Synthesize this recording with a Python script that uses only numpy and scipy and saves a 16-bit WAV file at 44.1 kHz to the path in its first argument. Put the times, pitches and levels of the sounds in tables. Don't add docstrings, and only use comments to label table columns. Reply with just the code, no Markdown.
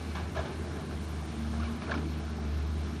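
import sys
import numpy as np
from scipy import signal
from scipy.fft import rfft, irfft
from scipy.io import wavfile
from scipy.ndimage import uniform_filter1d

SR = 44100
rng = np.random.default_rng(int(sys.argv[2]) if len(sys.argv) > 2 else 0)


def transcribe(signal):
    frames = np.atleast_2d(signal).T
    limited = np.clip(frames, -1, 1)
    pcm = np.round(limited * 32767).astype(np.int16)
    wavfile.write(sys.argv[1], SR, pcm)


def voltage_ratio(decibels):
    exponent = np.asarray(decibels, float) / 20
    return 10 ** exponent


N = 132300

# t/s, firing rate f/Hz, third-order level/dB
NEAR_ENGINE = [(0, 76.94, -56), (.3, 78.8, -46.5), (.6, 80.1, -58), (.82, 78.9, -50), (1, 77.33, -58.5),
               (1.3, 76.03, -53), (1.4, 75.04, -42.5), (1.6, 76, -40.5), (1.8, 78.07, -46),
               (2, 78.32, -45.5), (2.2, 76.8, -48.5), (2.45, 74.1, -41), (2.65, 75.8, -58.5),
               (2.82, 77.1, -44.5), (3, 77.33, -48)]
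# multiple of the firing rate [1], level/dB re third order
NEAR_ORDERS = [(7 / 3, -16), (4, -13), (13 / 3, -18), (6, -10), (4 / 3, -40), (5 / 3, -14)]
# t/s, level/dB
FIRING_BEAT = [(.27, -37.5), (.33, -49.5), (.39, -31.5), (.49, -53), (.58, -39.5), (.76, -39), (.84, -51),
               (.95, -36.5), (1.2, -37), (1.33, -42.5), (1.42, -36.5), (1.62, -33), (1.8, -43), (2, -35.5),
               (2.38, -37.5), (2.52, -30.5), (2.8, -33.5), (2.95, -40)]
# t/s, level/dB
BAY_FACING = [(0.0, -68), (0.48, -67.5), (0.93, -66.5), (1.53, -67), (1.65, -68), (2.66, -70.5),
              (2.81, -68), (3.0, -69)]
# t/s, level/dB
CAB_GROWL = [
    (0, -3.5),
    (.7, 4.5),
    (1.2, -4.5),
    (1.5, -6.5),
    (2, 1.5),
    (2.3, -3),
    (3, -2.5),
]
# f/Hz, level/dB per Hz
RUMBLE_SPECTRUM = [(13, -38), (22, -49), (47, -5), (77, 4), (97, 4), (123, 1), (220, 1.5), (450, -9),
                   (520, -23), (680, -61), (1140, -120)]
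# f/Hz, level/dB per Hz
CLATTER_SPECTRUM = [(280, -19), (480, -0.5), (504, -1.5), (662, 0.5), (885, -3.5), (964, -0.5),
                    (1060, -2.5), (1380, -4.5), (2100, -9), (2730, -46), (4620, -120)]
# f/Hz, level/dB per Hz
HISS_SPECTRUM = [(1900, -4.5), (2300, 0.5), (2600, -1), (4400, -2.5), (6000, -7.5), (7700, -13.5),
                 (9300, -13.5), (13200, -13)]
# t/s, peak level/dB, rattle decay/s, brightness level/dB
CLANKS = [(0, -37, 0.55, -17), (.149, -31.5, 0.13, 12.5), (.195, -40, 0.037, 3), (0.349, -32.5, .1, 9.5),
          (0.364, -27, 0.14, 2), (0.389, -31.5, 0.11, 1), (.43, -34, 0.23, -2), (.455, -40.5, 0.11, 9),
          (0.502, -38, 0.1, -8), (.746, -37.5, 0.2, 5.5), (.906, -34, 0.12, 2), (1.53, -30.5, 0.12, -10),
          (1.597, -35, 0.079, 10), (1.629, -37.5, 0.21, 11), (1.815, -34, 0.16, 9.5),
          (1.874, -30, 0.12, -5), (1.893, -31.5, 0.11, 0), (1.911, -25, 0.042, 10.5), (1.94, -29, 0.038, 7),
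          (1.953, -36, 0.039, 5), (1.973, -30, 0.11, -2)]
# f/Hz, level/dB per Hz
GRIT_SPECTRUM = [(350, 9), (600, 8), (1700, -0.5), (1950, -7), (2400, -8.5), (4000, -13.5), (6300, -22),
                 (7500, -37)]
# peak t/s, level/dB, f/Hz, length/s
PINGS = [(.156, -45, 2217, .007), (.157, -36, 1050, .011), (.178, -40, 1140, .008),
         (.198, -53, 2885, 0.016), (.2, -37, 810, 0.0075), (0.365, -32.5, 670, 0.0162),
         (.374, -33, 599, .022), (.376, -36, 1690, 0.01), (0.382, -45, 1270, 0.0094),
         (.396, -30, 650, .014), (.399, -53, 1270, .007), (0.402, -43, 1658, .014),
         (0.47, -47, 1680, 0.019), (1.601, -38, 1167, .013), (1.614, -46, 2260, .006),
         (1.623, -37, 1370, 0.0061), (1.631, -38, 1363, .013), (1.657, -47, 2325, .02),
         (1.679, -39, 1100, .01), (1.822, -43, 2360, 0.0091), (1.869, -46, 2350, 0.0066),
         (1.897, -34, 1480, .006), (1.905, -39, 600, 0.0078), (1.914, -49, 2880, .009),
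         (1.919, -25, 1630, .006), (1.92, -34, 805, 0.0066), (1.925, -38, 1076, 0.018),
         (1.942, -35, 1270, 0.011), (1.941, -34.5, 2325, .006), (1.953, -35.5, 1400, .007),
         (1.959, -48.5, 5110, 0.016), (1.976, -45, 2480, .006), (2.282, -46, 1420, 0.0073),
         (2.388, -37, 775, 0.0075)]
# t/s, level/dB, f/Hz
THUDS = [
    (0.149, -35, 181),
    (0.369, -35, 127),
    (.44, -35, 141),
    (1.948, -31.5, 232.7),
    (1.95, -33, 329.4),
    (1.962, -33, 287),
    (2.039, -35, 321.2),
]
# t/s, firing rate f/Hz, second-order level/dB
FAR_ENGINE = [(0, 74.8, -52.5), (.4, 75.14, -49), (.65, 75.64, -52.5), (.9, 74.17, -47), (1.3, 76.07, -48),
              (1.5, 75, -47), (1.7, 77.98, -50.5), (2.05, 76.2, -43), (2.4, 76.36, -49), (3, 75.3, -48)]
# multiple of the firing rate [1], level/dB re second order
FAR_ORDERS = [(2, -0.062), (8 / 3, -2.5), (7 / 3, -10), (11 / 3, -10.5), (13 / 3, -6.5), (16 / 3, -19.5)]
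# f/Hz, width/Hz, level/dB
BANK_ECHO = [(506, 52, -6.5), (939, 21, -12.5), (1710, 250, 1), (1943, 123, -5), (2285, 32, 5),
             (4790, 250, -3.5), (7300, 210, -1), (9100, 330, 5.5)]
# low f/Hz, high f/Hz, share of time present [1]
TREBLE_BANDS = [(7100, 7450, .97), (7750, 8200, .89), (8400, 8750, .96), (9300, 9800, .97),
                (9800, 10400, .62), (10400, 10950, .01), (10950, 11850, .6), (11850, 12500, .28),
                (12500, 13200, .025), (13200, 22050, -.1)]
# t/s, relative share [1]
TOP_PRESENCE = [(0, 0), (1.3, 0), (1.8, -.14), (2.1, -.16), (2.45, -.12), (2.6, .05), (3, 0)]
# t/s, share of time present [1]
EDGE_PRESENCE = [(0, .45), (.5, .5), (.6, .9), (1.8, .85), (1.9, .2), (3, .15)]


def rms_one(x):
    return x / np.sqrt(np.mean(x ** 2) + 1e-20)


def in_time(rows):
    s, *columns = np.transpose(rows)
    return [np.interp(np.arange(N) / SR, s, c) for c in columns]


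def bins_hz():
    return np.arange(N // 2 + 1) * SR / N


def drift(rate_hz):
    stride, settle = 40, 2000
    pole = np.exp(-2 * np.pi * stride * rate_hz / SR)
    noise = rng.standard_normal(N // stride + settle + 2)
    slow = signal.lfilter([1], [1, -2 * pole, pole * pole], noise)[settle:]
    return np.interp(np.arange(N) / stride, np.arange(len(slow)), rms_one(slow))


def ring(x, hz, t60):
    pole, angle = voltage_ratio(-60 / (t60 * SR)), 2 * np.pi * hz / SR
    feedback = [1, -2 * pole * np.cos(angle), pole * pole]
    return signal.lfilter([0, np.sin(angle)], feedback, x + 1e-18)


def coloured_noise(spectrum, patchy_db, count):
    hz = bins_hz() + SR / N
    at, db = np.transpose(spectrum)
    inside = (hz > at[0]) * (hz < at[-1])
    shaped = rfft(rng.standard_normal(N)) * voltage_ratio(np.interp(np.log(hz), np.log(at), db)) * inside
    place = np.log(hz / at[0]) / np.log(at[-1] / at[0]) * (count - 1)
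    together = drift(3.7)
    out = np.zeros(N)
    for k in range(count):
        band = irfft(shaped * np.clip(1 - abs(place - k), 0, 1), N)
        out += band * voltage_ratio(patchy_db * (0.35 * together + drift(10.4)))
    return rms_one(out)


def orders(turns, table, wobble_db):
    out = np.zeros(N)
    for multiple, db in table:
        phase = 2 * np.pi * multiple * turns + 0.12 * drift(3.8) + rng.uniform(0, 2 * np.pi)
        out += np.sqrt(2) * voltage_ratio(db + wobble_db * drift(9.2)) * np.sin(phase)
    return out


def near_engine():
    hz, third_db = in_time(NEAR_ENGINE)
    turns = np.cumsum(hz) / SR
    firing = np.cos(2 * np.pi * turns)
    facing_db = facing()
    return engine_tones(turns, third_db) + rumble() + cab_growl() + clatter(firing, facing_db) \
        + fan_hiss(firing, facing_db)


def engine_tones(turns, third_db):
    beat_db, = in_time(FIRING_BEAT)
    fundamental = voltage_ratio(beat_db) * orders(turns, [(0.99, 0)], wobble_db=0.3)
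    third = voltage_ratio(third_db + drift(14.0)) * orders(turns, [(3, 0)], wobble_db=1.5)
    others = voltage_ratio(third_db.mean()) * orders(turns, NEAR_ORDERS, wobble_db=4.5)
    return fundamental + third + others


def facing():
    db, = in_time(BAY_FACING)
    return db - db.mean()


def rumble():
    return voltage_ratio(-43) * coloured_noise(RUMBLE_SPECTRUM, patchy_db=0.9, count=8)


def cab_growl():
    mode_hz, width_hz, level_db = 378, 125, -47.5
    load_db, = in_time(CAB_GROWL)
    panels = ring(rng.standard_normal(N), mode_hz, 1.87 / width_hz)
    return voltage_ratio(level_db + load_db) * rms_one(panels)


def clatter(firing, facing_db):
    noise = coloured_noise(CLATTER_SPECTRUM, patchy_db=1.16, count=8)
    return voltage_ratio(-48.5 + 0.073 * facing_db) * (1 + 0.081 * firing) * noise


def fan_hiss(firing, facing_db):
    hz = bins_hz()
    hiss = coloured_noise(HISS_SPECTRUM, patchy_db=1.14, count=8) * (1 + 0.051 * firing)
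    treble = irfft(rfft(hiss) * np.clip((hz - 5500) / 3000, 0, 1) * (hz < 10700), N)
    return voltage_ratio(-53.5 + 0.096 * facing_db) * (hiss + (voltage_ratio(1.35 * facing_db) - 1) * treble)


def clanks():
    touches_per_s, level_db, rise_s = 2500, -9, 0.003
    out, size = np.zeros(N + SR), SR // 4
    t = np.arange(size) / SR
    crunch = coloured_noise(GRIT_SPECTRUM, patchy_db=-0.9, count=8)
    dull = signal.sosfiltfilt(signal.butter(1, 2200, fs=SR, output="sos"), crunch)
    for s, db, decay, bright_db in CLANKS:
        start = int(s * SR)
        fade = voltage_ratio(-30 * t / max(decay, 0.004)) * (1 - np.exp(-t / rise_s))
        touches = rng.standard_normal(size) * (rng.random(size) < touches_per_s / SR)
        density = uniform_filter1d(touches ** 2, size=88) * SR / touches_per_s
        lumps = np.sqrt(0.6 + 0.4 * density)
        grit = (dull + voltage_ratio(bright_db) * (crunch - dull))[start:start + size]
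        out[start:start + size] += voltage_ratio(db + level_db) * fade * lumps * grit
    return out[:N]


def pings():
    out, t = np.zeros(N + SR), np.arange(SR // 8) / SR
    for s, db, hz, length in PINGS:
        rise = max(length, 0.003) / np.e
        start = int((s - rise) * SR)
        swell = (t / rise * np.exp(1 - t / rise)) ** 2
        out[start:start + len(t)] += voltage_ratio(db - 1.5) * swell * np.sin(2 * np.pi * hz * t)
    return out[:N]


def thuds():
    rise_s, t60_s = 0.0044, 0.26
    out = np.zeros(N)
    for s, db, hz in THUDS:
        after = np.maximum(np.arange(N) / SR - s, 0)
        swell = 1 - np.exp(-after / rise_s)
        out += voltage_ratio(db - 60 * after / t60_s) * swell * np.sin(2 * np.pi * hz * after)
    return out


def far_engine():
    hz, db = in_time(FAR_ENGINE)
    return voltage_ratio(db) * orders(np.cumsum(hz) / SR, FAR_ORDERS, wobble_db=1.5)


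def over_ground(x):
    hz = bins_hz()
    gain_db = sum(db * np.exp(-((hz - at) / width) ** 2) for at, width, db in BANK_ECHO)
    return irfft(rfft(x) * voltage_ratio(gain_db), N)


def scene():
    return over_ground(near_engine() + clanks() + pings() + thuds() + far_engine())[None]


def treble_dropouts(x):
    block, first_block = 1024, 589
    hz, spectrum = bins_hz(), rfft(x)
    lift = in_time(TOP_PRESENCE)[0][::block]
    for low, high, share in TREBLE_BANDS:
        chance = np.convolve(rng.random(len(lift)), [1, -0.1], "same")
        rank = np.argsort(np.argsort(chance)) / len(lift)
        if low < 10000 < high:
            present = in_time(EDGE_PRESENCE)[0][::block]
        else:
            present = share + 3 * share * lift * (low > 10000)
        lost = np.roll(np.repeat(rank > present, block)[:N], first_block - block)
        fade = uniform_filter1d(lost * 1.0, size=block // 4)
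        fade = uniform_filter1d(fade, size=block // 4)
        x = x - fade * irfft(spectrum * (hz >= low) * (hz < high), N)
    return x


def band_limit(x):
    return signal.sosfilt(signal.butter(12, 13590, fs=SR, output="sos"), x)


def record(dry):
    high_pass = signal.butter(2, 38, "high", fs=SR, output="sos")
    mix = treble_dropouts(signal.sosfilt(high_pass, dry))
    return band_limit(mix)


dry = scene()
out = record(dry)
transcribe(out)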